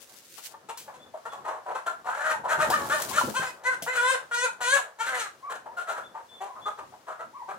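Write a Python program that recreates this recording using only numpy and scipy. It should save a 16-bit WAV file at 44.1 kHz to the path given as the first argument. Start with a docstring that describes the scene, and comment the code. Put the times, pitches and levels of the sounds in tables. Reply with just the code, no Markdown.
"""Close in a bamboo hen shed under a sheet roof, on a phone: still air, litter rustling, the flock clucking,
with thin whines and chick peeps. From 2 s one caught hen squawks, hoarse at first, amid knocks of wings and
boots, slaps, rustle and scuffling; from 3.3 s she calls more clearly, and after 5.4 s she and the flock cluck on.
Voices are pulses and breath through throat and beak, whines and peeps wavering tones, blows decaying tones
and noise, air and litter coloured noise; the voices and blows also ring in the shed."""
import sys
import numpy as np
from scipy import signal
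from scipy.fft import rfft, irfft, next_fast_len
from scipy.io import wavfile
from scipy.ndimage import map_coordinates

SR = 44100
rng = np.random.default_rng(int(sys.argv[2]) if len(sys.argv) > 2 else 0)


def waveform_to_disk(signal):
    """Save audio, clipped to [-1, 1], as 16-bit WAV at the path in sys.argv[1]."""
    frames = np.transpose(np.atleast_2d(signal))
    scaled = np.clip(frames, -1, 1) * 32767
    samples = np.round(scaled).astype(np.int16)
    wavfile.write(sys.argv[1], SR, samples)


N = 334278

# spectrum of dry leaves, twigs and litter: f/Hz, level/dB
LEAF_SPECTRUM = [(880, -32), (1500, 1), (3090, 4.5), (6690, 6.5), (16000, 0.5)]
# spectrum of dull blows and scuffling: f/Hz, level/dB
RUMBLE_SPECTRUM = [(29, -48), (50, -9), (84, -5), (161, -6), (450, -5), (580, -4), (990, -120)]
# throat response with the beak nearly shut: f/Hz, level/dB
SHUT_THROAT = [(250, -35.5), (420, -7), (700, -1), (1300, -5), (1800, -11), (2400, -27), (3500, -36.5),
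               (6000, -69)]


def amp(db):
    """Amplitude factor of a level in dB."""
    return 10 ** (np.asarray(db) / 20)


def unit(x):
    """Scales to rms 1."""
    return x / np.sqrt(np.mean(x ** 2) + 1e-20)


def along(points, hz):
    """Reads (f/Hz, value) points on a log frequency axis."""
    f, v = np.transpose(points)
    return np.interp(np.log(hz + 1), np.log(f + 1), v)


def span(rows):
    """Start time, and one value per sample for each column after the time."""
    s, *cols = np.transpose(rows)
    t = np.arange(s[0], s[-1], 1 / SR)
    return s[0], [np.interp(t, s, c) for c in cols]


def add(track, s, x):
    """Mixes x into the track at s seconds."""
    part = track[round(s * SR):][:len(x)]
    part += x[:len(part)]


def faded(x, fade_s=0.003):
    """Soft ends, so that nothing clicks."""
    t = np.arange(len(x)) / SR
    return x * np.clip(np.minimum(t, t[::-1]) / fade_s, 0, 1)


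def wobble(size, rate):
    """A smooth random curve through rate knots a second."""
    knots = rng.standard_normal(int(size * rate / SR) + 4)
    return map_coordinates(knots, [np.arange(size) * rate / SR])


def filtered(x, response):
    """Multiplies the spectrum of x by a response, a function of frequency in Hz."""
    m = next_fast_len(x.shape[-1] + 4096)  # room for the filter to ring
    spectrum = rfft(x, m) * response(np.fft.rfftfreq(m, 1 / SR))
    return irfft(spectrum, m)[..., :x.shape[-1]]


def noise(spectrum, size):
    """Coloured noise of rms 1."""
    return unit(filtered(rng.standard_normal(size), lambda hz: amp(along(spectrum, hz))))


def shed_noise():
    """One channel of still air, a slowly wavering noise, with litter rustling in random grains over it."""
    # still air of the shed: f/Hz, level/dB
    air_spectrum = [(300, -37), (1500, -11.5), (6300, -15.5), (16000, -26)]
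    # passages of rustle, one list each: t/s, level/dB
    rustle = [
        [(0, -45), (.2, -45.5), (.42, -40.5), (.475, -32), (.68, -92)],
        [(2.4, -77), (2.75, -37), (3.05, -31.5), (3.3, -32.5), (3.6, -56)],
    ]
    out = amp(-55.5 + 2.5 * wobble(N, 7)) * noise(air_spectrum, N)
    for rows in rustle:
        s, (db,) = span(rows)
        size = len(db)
        grains = amp(4.5 * wobble(size, 40) + 3 * wobble(size, 400))
        litter = unit(grains * noise(LEAF_SPECTRUM, size))
        add(out, s, faded(amp(db) * litter, 0.0014))
    return out


def scuffle():
    """Feet and wings as a low lumpy rumble, and the hens at the far end as a soft noise of throats."""
    # t/s, level of feet and wings/dB, level of the far flock/dB
    levels = [(0, -66, -65), (2.3, -64, -56), (2.7, -42, -41.5), (3.3, -50.5, -47), (3.95, -69, -57),
              (7.58, -61.5, -62.5)]
    s, (rumble_db, flock_db) = span(levels)
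    size, out = len(rumble_db), np.zeros(N)
    rumble_db = rumble_db + 3.5 * wobble(size, 12)
    flock_db = flock_db + 3.5 * wobble(size, 8) + 4 * wobble(size, 30)
    add(out, s, amp(rumble_db) * noise(RUMBLE_SPECTRUM, size))
    add(out, s, amp(flock_db) * noise(SHUT_THROAT, size))
    return out


def knocks():
    """Dull thumps of tone and rumble, and slaps: a bright crack over a short ring of hollow cane."""
    # knocks on perch and ground: t/s, level/dB, f/Hz
    thumps = [(2.395, -45.5, 163.7), (2.579, -35, 160), (2.686, -31.5, 338), (3.235, -29, 247),
              (3.272, -28, 214), (3.392, -36.5, 161.9), (3.822, -41, 166)]
    # slaps of twigs and wings: t/s, level/dB, cane against crack/dB, t60 of the crack's tail/s, cane f/Hz
    slaps = [(0.773, -37.5, 2, 0.259, 1005), (2.7008, -26, 10, 0.13, 745), (3.02, -21, -25, 0.04, 1187),
             (3.1833, -39.5, 31.5, 0.38, 1365), (3.213, -41.5, 28, .05, 1007),
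             (3.8222, -31, 7.5, 0.15, 683)]
    out, t = np.zeros(N), np.arange(SR // 5) / SR
    for s, db, hz in thumps:
        push = np.sin(2 * np.pi * hz * t) + 0.9 * noise(RUMBLE_SPECTRUM, len(t))
        onset = 1 - np.exp(-t / 0.0011)
        add(out, s, amp(db - 2.5 - 60 * t / 0.18) * onset * push)
    for s, db, cane_db, t60, cane_hz in slaps:
        decay = amp(3.5 - 60 * t / t60) + amp(-60 * t / 0.013)  # a tail and a quick snap
        crack = decay * (1 - np.exp(-t / 0.0012)) * noise(LEAF_SPECTRUM, len(t))
        cane = amp(-60 * t / 0.073) * np.sin(2 * np.pi * cane_hz * t)
        cane = cane * (1 + 0.5 * wobble(len(t), 220)) * (1 - np.exp(-t / 0.00022))
        add(out, s, amp(db - 5) * (crack + amp(cane_db) * cane))
    return out


def whistle(length_s, start_hz, end_hz, db, arch, waver_hz):
    """A wavering near-pure tone with a faint octave, its pitch arching in the middle."""
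    octave_db = -24
    size = round(length_s * SR)
    bend = 1 + arch * np.sin(np.linspace(0, np.pi, size))
    pitch_hz = bend * np.linspace(start_hz, end_hz, size) + waver_hz * wobble(size, 93)
    turn = 2 * np.pi * np.cumsum(pitch_hz) / SR
    tone = np.sin(turn) + amp(octave_db) * np.sin(2 * turn)
    return faded(np.sqrt(2) * amp(db + 2.4 * wobble(size, 46.5)) * tone, 0.021)


def beak(spectrum, beak_hz, beak_db, width_hz):
    """A throat response with one resonance lifted."""
    return lambda hz: amp(along(spectrum, hz) + beak_db / (1 + ((hz - beak_hz) / width_hz) ** 2))


def voice(pitch_hz, db, treble_db, rough, shut, wide, opening):
    """Syrinx pulses through throat and beak; roughness unsettles pitch and size, and air hisses once a cycle."""
    # treble of the voice: f/Hz, level/dB
    treble_spectrum = [(1470, -17), (2500, -4.5), (3200, -3), (3700, -6), (4170, -4), (4690, -14),
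                       (7020, -4.5), (11300, -14), (16000, -27)]
    doubling = 3.5  # how far strong and weak pulses alternate at full roughness
    size, rough = len(db), np.clip(rough, 0, 1)
    jitter = 0.01066 * wobble(size, 29.5) + 0.057 * rough * wobble(size, 263.7)
    turn = 2 * np.pi * np.cumsum(pitch_hz * (1 + jitter)) / SR

    # the restless throat lifts each overtone in turn
    k = np.arange(1, 21)[:, None]
    step = 1200  # samples between knots
    knots = rng.standard_normal((len(k), size // step + 2))
    at = np.arange(size) / step
    lifts_db = [5 * np.interp(at, np.arange(len(row)), row) for row in knots]
    overtones = np.cos(k * turn + 0.3 * k * k)  # spread phases: a drawn-out pulse
    pulses = unit((amp(lifts_db) * overtones).sum(axis=0))
    pulses = pulses * amp(4 * rough * wobble(size, 110))
    pulses = pulses * (1 + doubling * rough ** 2 * np.cos(turn / 2))
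    air = rng.standard_normal(size) * (1 + 0.98 * np.cos(turn)) * amp(3.48 * wobble(size, 93.14))

    def mix(air_share, tract):
        """Pulses and air through one tract, shared by power."""
        tone, hiss = unit(filtered(pulses, tract)), unit(filtered(air, tract))
        return np.sqrt(1 - air_share) * tone + np.sqrt(air_share) * hiss

    body = (1 - opening) * mix(rough ** 2, shut) + opening * mix(rough ** 2, wide)
    treble = mix(np.clip(0.11 + 1.53 * rough, 0, 1), lambda hz: amp(along(treble_spectrum, hz)))
    return faded(amp(db) * (body + amp(treble_db) * treble))


def cluck(db, pitch_hz, beak_hz, swell_s, treble_db, rough):
    """One breath push: it swells and glides up, sags in pitch, roughens and dies."""
    scoop = 0.09  # share of the pitch by which the glide starts low
    t = np.arange(1, SR // 6) / SR
    u = t / max(swell_s, 0.008)
    level_db = db + 12 * (np.log(u) + 1 - u)  # peaks at u = 1
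    glide_hz = pitch_hz * (1.01 - 0.412 * t - scoop * np.exp(-2 * u))
    throat = beak(SHUT_THROAT, beak_hz, 10.5, 210)
    return voice(glide_hz, level_db, treble_db, rough + 3.77 * t, throat, throat, opening=1)


def flock():
    """Nearer hens and chicks, with some soft clucks of the caught hen: breathy clucks, whistled whines and peeps."""
    # clucks: t/s, level/dB, pitch f/Hz, beak resonance f/Hz, swell/s, treble against body/dB, roughness (0-1)
    clucks = [(0.376, -44.5, 583, 1220, 0.0091, -4.5, 0.8), (0.538, -41, 306, 970, 0.0067, -25.5, 0.27),
              (0.685, -30, 453, 1010, 0.013, -16, 0.17), (0.875, -37, 574, 870, 0.01157, -28, 0.34),
              (0.936, -44, 514, 1040, 0.011, -12.5, 0.31), (1.135, -39, 631, 697, 0.013, -25, 0.77),
              (1.169, -45, 580, 1200, 0.0067, -20, 0.36), (1.251, -28, 462.5, 1400, 0.01007, -21.5, 0.37),
              (1.313, -34.5, 567, 1014, 0.023, -21.5, 0.3), (1.44, -28.5, 649.6, 1004, 0.038, -25, 0.44),
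              (1.654, -31.5, 390, 910, 0.034, -28.5, 0.56), (1.744, -25.5, 524, 1150, 0.016, -23, 0.26),
              (1.859, -23.5, 687, 1462, 0.016, -18.5, 0.39), (2.432, -32, 476, 903.5, 0.024, -25.5, 0.7),
              (5.493, -32.5, 698, 1570, 0.023, -13.5, 0.52), (5.655, -39.5, 337, 880, 0.0127, -31, .5),
              (5.765, -31.5, 715.2, 1425, 0.022, -15.5, 0.31),
              (5.867, -28, 668.4, 1480, 0.025, -17.5, 0.33), (5.94, -35.5, 673, 1380, 0.029, -18, 0.54),
              (6.142, -33.5, 606, 950, 0.018, -26.5, 0.55), (6.402, -33.5, 402.6, 800, 0.026, -19.5, 0.28),
              (6.55, -43, 421.7, 1050, 0.027, -34.5, 0.5), (6.653, -27.5, 413.4, 1270, 0.01806, -23, 0.18),
              (6.773, -34.5, 400.4, 1090, 0.017, -26, 0.34), (6.919, -45, 537, 835, 0.014, -38.5, 0.73),
              (7.064, -33.5, 681, 1300, 0.02673, -24, 0.51), (7.19, -31.5, 659, 1344, 0.0169, -25.5, 0.37),
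              (7.48, -31.5, 398, 1247, 0.021, -22.5, 0.37)]
    # soft whines and coos of single hens: t/s, length/s, start f/Hz, end f/Hz, level/dB, arch (share of pitch)
    whines = [(0.964, 0.037, 490, 353, -50, .04), (5.424, 0.096, 1069, 1065, -39.5, 0.066),
              (5.682, 0.057, 925.5, 1003, -44, 0.033), (6.453, 0.11, 1004, 1003, -48, 0.0214),
              (7.351, 0.15, 1015, 960, -46, .01), (7.33, .11, 799, 660, -45, .6)]
    # chick peeps: t/s, length/s, start f/Hz, end f/Hz, level/dB
    peeps = [(0.739, 0.053, 3450, 3370, -59), (0.987, 0.08, 3366, 3475, -56),
             (1.285, 0.089, 3410, 3270, -57), (6.025, 0.069, 3430, 3420, -55.5),
             (6.283, 0.119, 3470, 3436, -53), (6.609, 0.1, 3480, 3366, -50)]
    out = np.zeros(N)
    for s, *row in clucks:
        add(out, s, cluck(*row))
    for s, *row in whines:
        add(out, s, whistle(*row, waver_hz=42))
    for s, *row in peeps:
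        add(out, s, whistle(*row, arch=0.0175, waver_hz=29))
    return out


def squawk(swell_s, fall_s, onset_db, peak_db, end_db, onset_hz, peak_hz, rough):
    """Pitch and level climb together to a peak, then drop; hoarse at both ends."""
    attack_s, attack_db = 0.031, -6  # the voice starts this far under the onset level
    kick_s, kick_db = 0.027, 3  # the first push overshoots and settles
    swell_curve = 1.77  # over 1: the level climbs most near the peak
    fall_curve, sag = 0.453, 0.08  # under 1: the level drops most at first; share of the peak pitch lost
    hoarse_onset, clears_s, hoarse_fall = 0.36, 0.0534, 0.3  # roughness added at the start, its decay, at the end
    t = np.arange(0, swell_s + fall_s, 1 / SR)
    swell, fall = np.clip(t / swell_s, 0, 1), np.clip((t - swell_s) / fall_s, 0, 1)
    attack = np.clip(1 - t / attack_s, 0, 1)
    kick = np.exp(-((t - attack_s) / kick_s) ** 2)
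    db = onset_db + (peak_db - onset_db) * swell ** swell_curve + (end_db - peak_db) * fall ** fall_curve
    db = db + attack_db * attack + kick_db * kick
    rise = np.sin(swell * np.pi / 2) ** 2
    pitch_hz = onset_hz + (peak_hz - onset_hz) * rise - sag * peak_hz * fall
    return pitch_hz, db, rough + hoarse_onset * np.exp(-t / clears_s) + hoarse_fall * fall


def hen_voice(pitch_hz, db, treble_db, rough, shuts, ring_db):
    """The harder she calls, the wider the beak and the higher its resonance; a rasp closes it part-way."""
    # her throat with the beak wide: f/Hz, level/dB
    wide_throat = [(300, -35.5), (520, -5.5), (1050, -4.5), (1450, 5), (1700, 0.5), (2100, -10.5),
                   (2800, -26.5), (5000, -93)]
    opening = np.clip(2.01 + (db - db.max()) / 11 - shuts * rough, 0, 1)
    shut = beak(SHUT_THROAT, 943, 16.2, 156)
    wide = beak(wide_throat, 1325, ring_db, 114)  # a strained throat rings more sharply
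    return voice(pitch_hz, db, treble_db, rough, shut, wide, opening)


def caught_hen():
    """Hoarse squawks by rule, their treble growing with effort; clearer calls along their curves."""
    # squawks: t/s, swell/s, fall/s, onset, peak and end level/dB, onset and peak f/Hz,
    # base roughness (0-1), base treble against body/dB
    squawks = [(2.043, 0.275, 0.062, -35, -21.5, -42, 487, 631, 0.48, -18),
               (2.478, 0.04, 0.0466, -29.5, -22.5, -27, 575.6, 633.4, 0.35, -16.5),
               (2.574, 0.059, 0.058, -30.5, -22, -35.5, 602, 626.6, 0.34, -14),
               (2.69, 0.0526, 0.12, -39.5, -20.5, -38, 400, 600, 0.13, -14),
               (2.896, 0.053, 0.0578, -27.5, -26, -36, 550.9, 619, 0.17, -10),
               (3.11, 0.07, 0.053, -39, -24, -36.5, 522.4, 604.4, 0.15, -4.5)]
    # clearer calls, one curve each: t/s, level/dB, pitch f/Hz, roughness (0-1), treble against body/dB
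    clear_calls = [
        [(3.338, -43.5, 450, 0.4, -7), (3.371, -22.5, 525, 0, -9), (3.4, -31, 521.6, 0.14, -11),
         (3.43, -34, 514.7, 0.77, -11.5), (3.48, -34, 504.3, 0.1, -6.5), (3.515, -46, 490, 0.5, -20)],
        [(3.635, -48, 448, 0.57, -4), (3.658, -27.5, 501, 0.06, -15), (3.68, -24, 514, 0.07, -15.5),
         (3.708, -26.5, 513.5, 0.02, -24), (3.75, -40.5, 480, 0.6, -1.5)],
        [(3.862, -39.5, 467.3, 0.75, -11), (3.882, -23.5, 480.4, 0.24, -20), (3.915, -32.5, 513.7, 0.04, -18),
         (3.955, -29, 505.7, 0.44, -9), (3.99, -27, 477.8, 0.09, -12.5), (4.035, -25, 489.4, 0.12, -15.5),
         (4.09, -25.5, 520.7, 0.01, -5.5), (4.135, -21, 526, 0.09, -11.5), (4.16, -26.5, 468.7, 0.38, -13.5)],
        [(4.31, -35.5, 459, 0.5, -14), (4.344, -26.5, 487.6, 0.01, -10.5), (4.362, -34.5, 487, 0, -4.5),
         (4.4, -31.5, 489, 0, -3.5), (4.45, -23.5, 507, 0.04, -8.5), (4.468, -28.5, 469, 0.25, -14),
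         (4.5, -50, 453, 0.3, -15)],
        [(4.603, -39, 482.5, 0.55, -12), (4.615, -31.5, 489, 0.48, -6), (4.66, -27.5, 480.4, 0.04, -3.5),
         (4.694, -27, 516.3, 0, -5), (4.75, -22, 550.4, 0, -5.5), (4.77, -25, 548, 0.44, -12),
         (4.808, -40, 485, 0.4, -9)],
        [(4.985, -47, 426.6, 0.61, -6), (5.008, -28, 455.7, 0.06, -8), (5.05, -37, 470, .55, -9),
         (5.09, -32, 520, .5, -12), (5.165, -33, 500, .5, -9), (5.2, -31, 466, 0.2, -3.5),
         (5.25, -37.5, 407.7, 0.2, -9.5), (5.275, -36.5, 397, 0.3, -25.5)],
    ]
    growl_s, growl_end_s, growl_hz, growl_db = 2.073, 2.23, 49, 5.5  # the first squawk rattles
    out = np.zeros(N)
    for s, *shape, treble_db in squawks:
        pitch_hz, db, rough = squawk(*shape)
        t = s + np.arange(len(db)) / SR - growl_s
        growling = (t > -0.01) * (t < growl_end_s - growl_s)  # begins 10 ms early
        rattle_db = growl_db * np.cos(2 * np.pi * growl_hz * t) * growling
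        # the rattle is taken off the treble here, so that only the body flutters
        effort_db = treble_db - rattle_db + 0.13 * (db - db.max())
        call = hen_voice(pitch_hz, db, effort_db, rough, shuts=0.95, ring_db=6)
        add(out, s, call * amp(rattle_db))
    for rows in clear_calls:
        s, (db, pitch_hz, rough, treble_db) = span(rows)
        add(out, s, hen_voice(pitch_hz, db, treble_db, rough, shuts=0.4, ring_db=0))
    return out


def shed(x):
    """Each frequency dies at its own speed; three answers take turns quickly, so that the tail stays diffuse."""
    # decay of the shed: f/Hz, t60/s
    decay_times = [(300, 0.1755), (1500, 0.25), (8000, 0.23)]
    bursts = rng.standard_normal((3, 2, SR // 2))  # three answers, two channels
    hz, t, z = signal.stft(bursts, SR, nperseg=256)
    decay = amp(-60 * t / along(decay_times, hz)[:, None])
    tails = signal.istft(z * decay, SR, nperseg=256)[1]
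    shift = np.arange(3)[:, None] / 3
    turns = np.cos(np.pi * (35 * np.arange(N) / SR + shift)) ** 2  # 35 rounds a second
    wet = np.zeros((2, N))
    for turn, tail in zip(turns, tails):
        sent = np.pad(x * turn, (300, 0))[None]  # about 7 ms late
        wet += signal.fftconvolve(sent, tail / np.linalg.norm(tail[0]), axes=1)[:, :N]
    return wet


def ports(x):
    """Two microphone ports hear a source at different levels and, above the bass, different phases."""
    # lean to one side: f/Hz, left minus right level/dB
    lean = [(100, 2), (15000, 5)]
    half = np.array([[0.5], [-0.5]])

    def response(hz):
        phase = 1.46 * hz ** 2 / (hz ** 2 + 700 ** 2)  # radians between the ports
        return amp(half * along(lean, hz)) * np.exp(-1j * half * phase)

    return filtered(np.array([x, x]), response)


def scene():
    """Hen, flock and blows, direct and through the shed, over air and rustle spread across both ports."""
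    hen, others, blows = caught_hen(), flock(), knocks() + scuffle()
    wet = shed(amp(-2.5) * hen + amp(-3.5) * others + amp(-6) * blows)
    common = shed_noise()
    spread = 0.12 * common + 0.39 * np.array([shed_noise(), shed_noise()])
    return ports(hen + others + blows) + wet + spread * amp([[1.5], [-1.5]])  # air louder on the left


def record(dry):
    """The phone's microphones lose the deep bass and keep nothing above their band limit."""
    top_hz = 15900
    return filtered(dry, lambda hz: (hz < top_hz) / (1 + (70 / (hz + 1)) ** 3))


dry = scene()
out = record(dry)
waveform_to_disk(out)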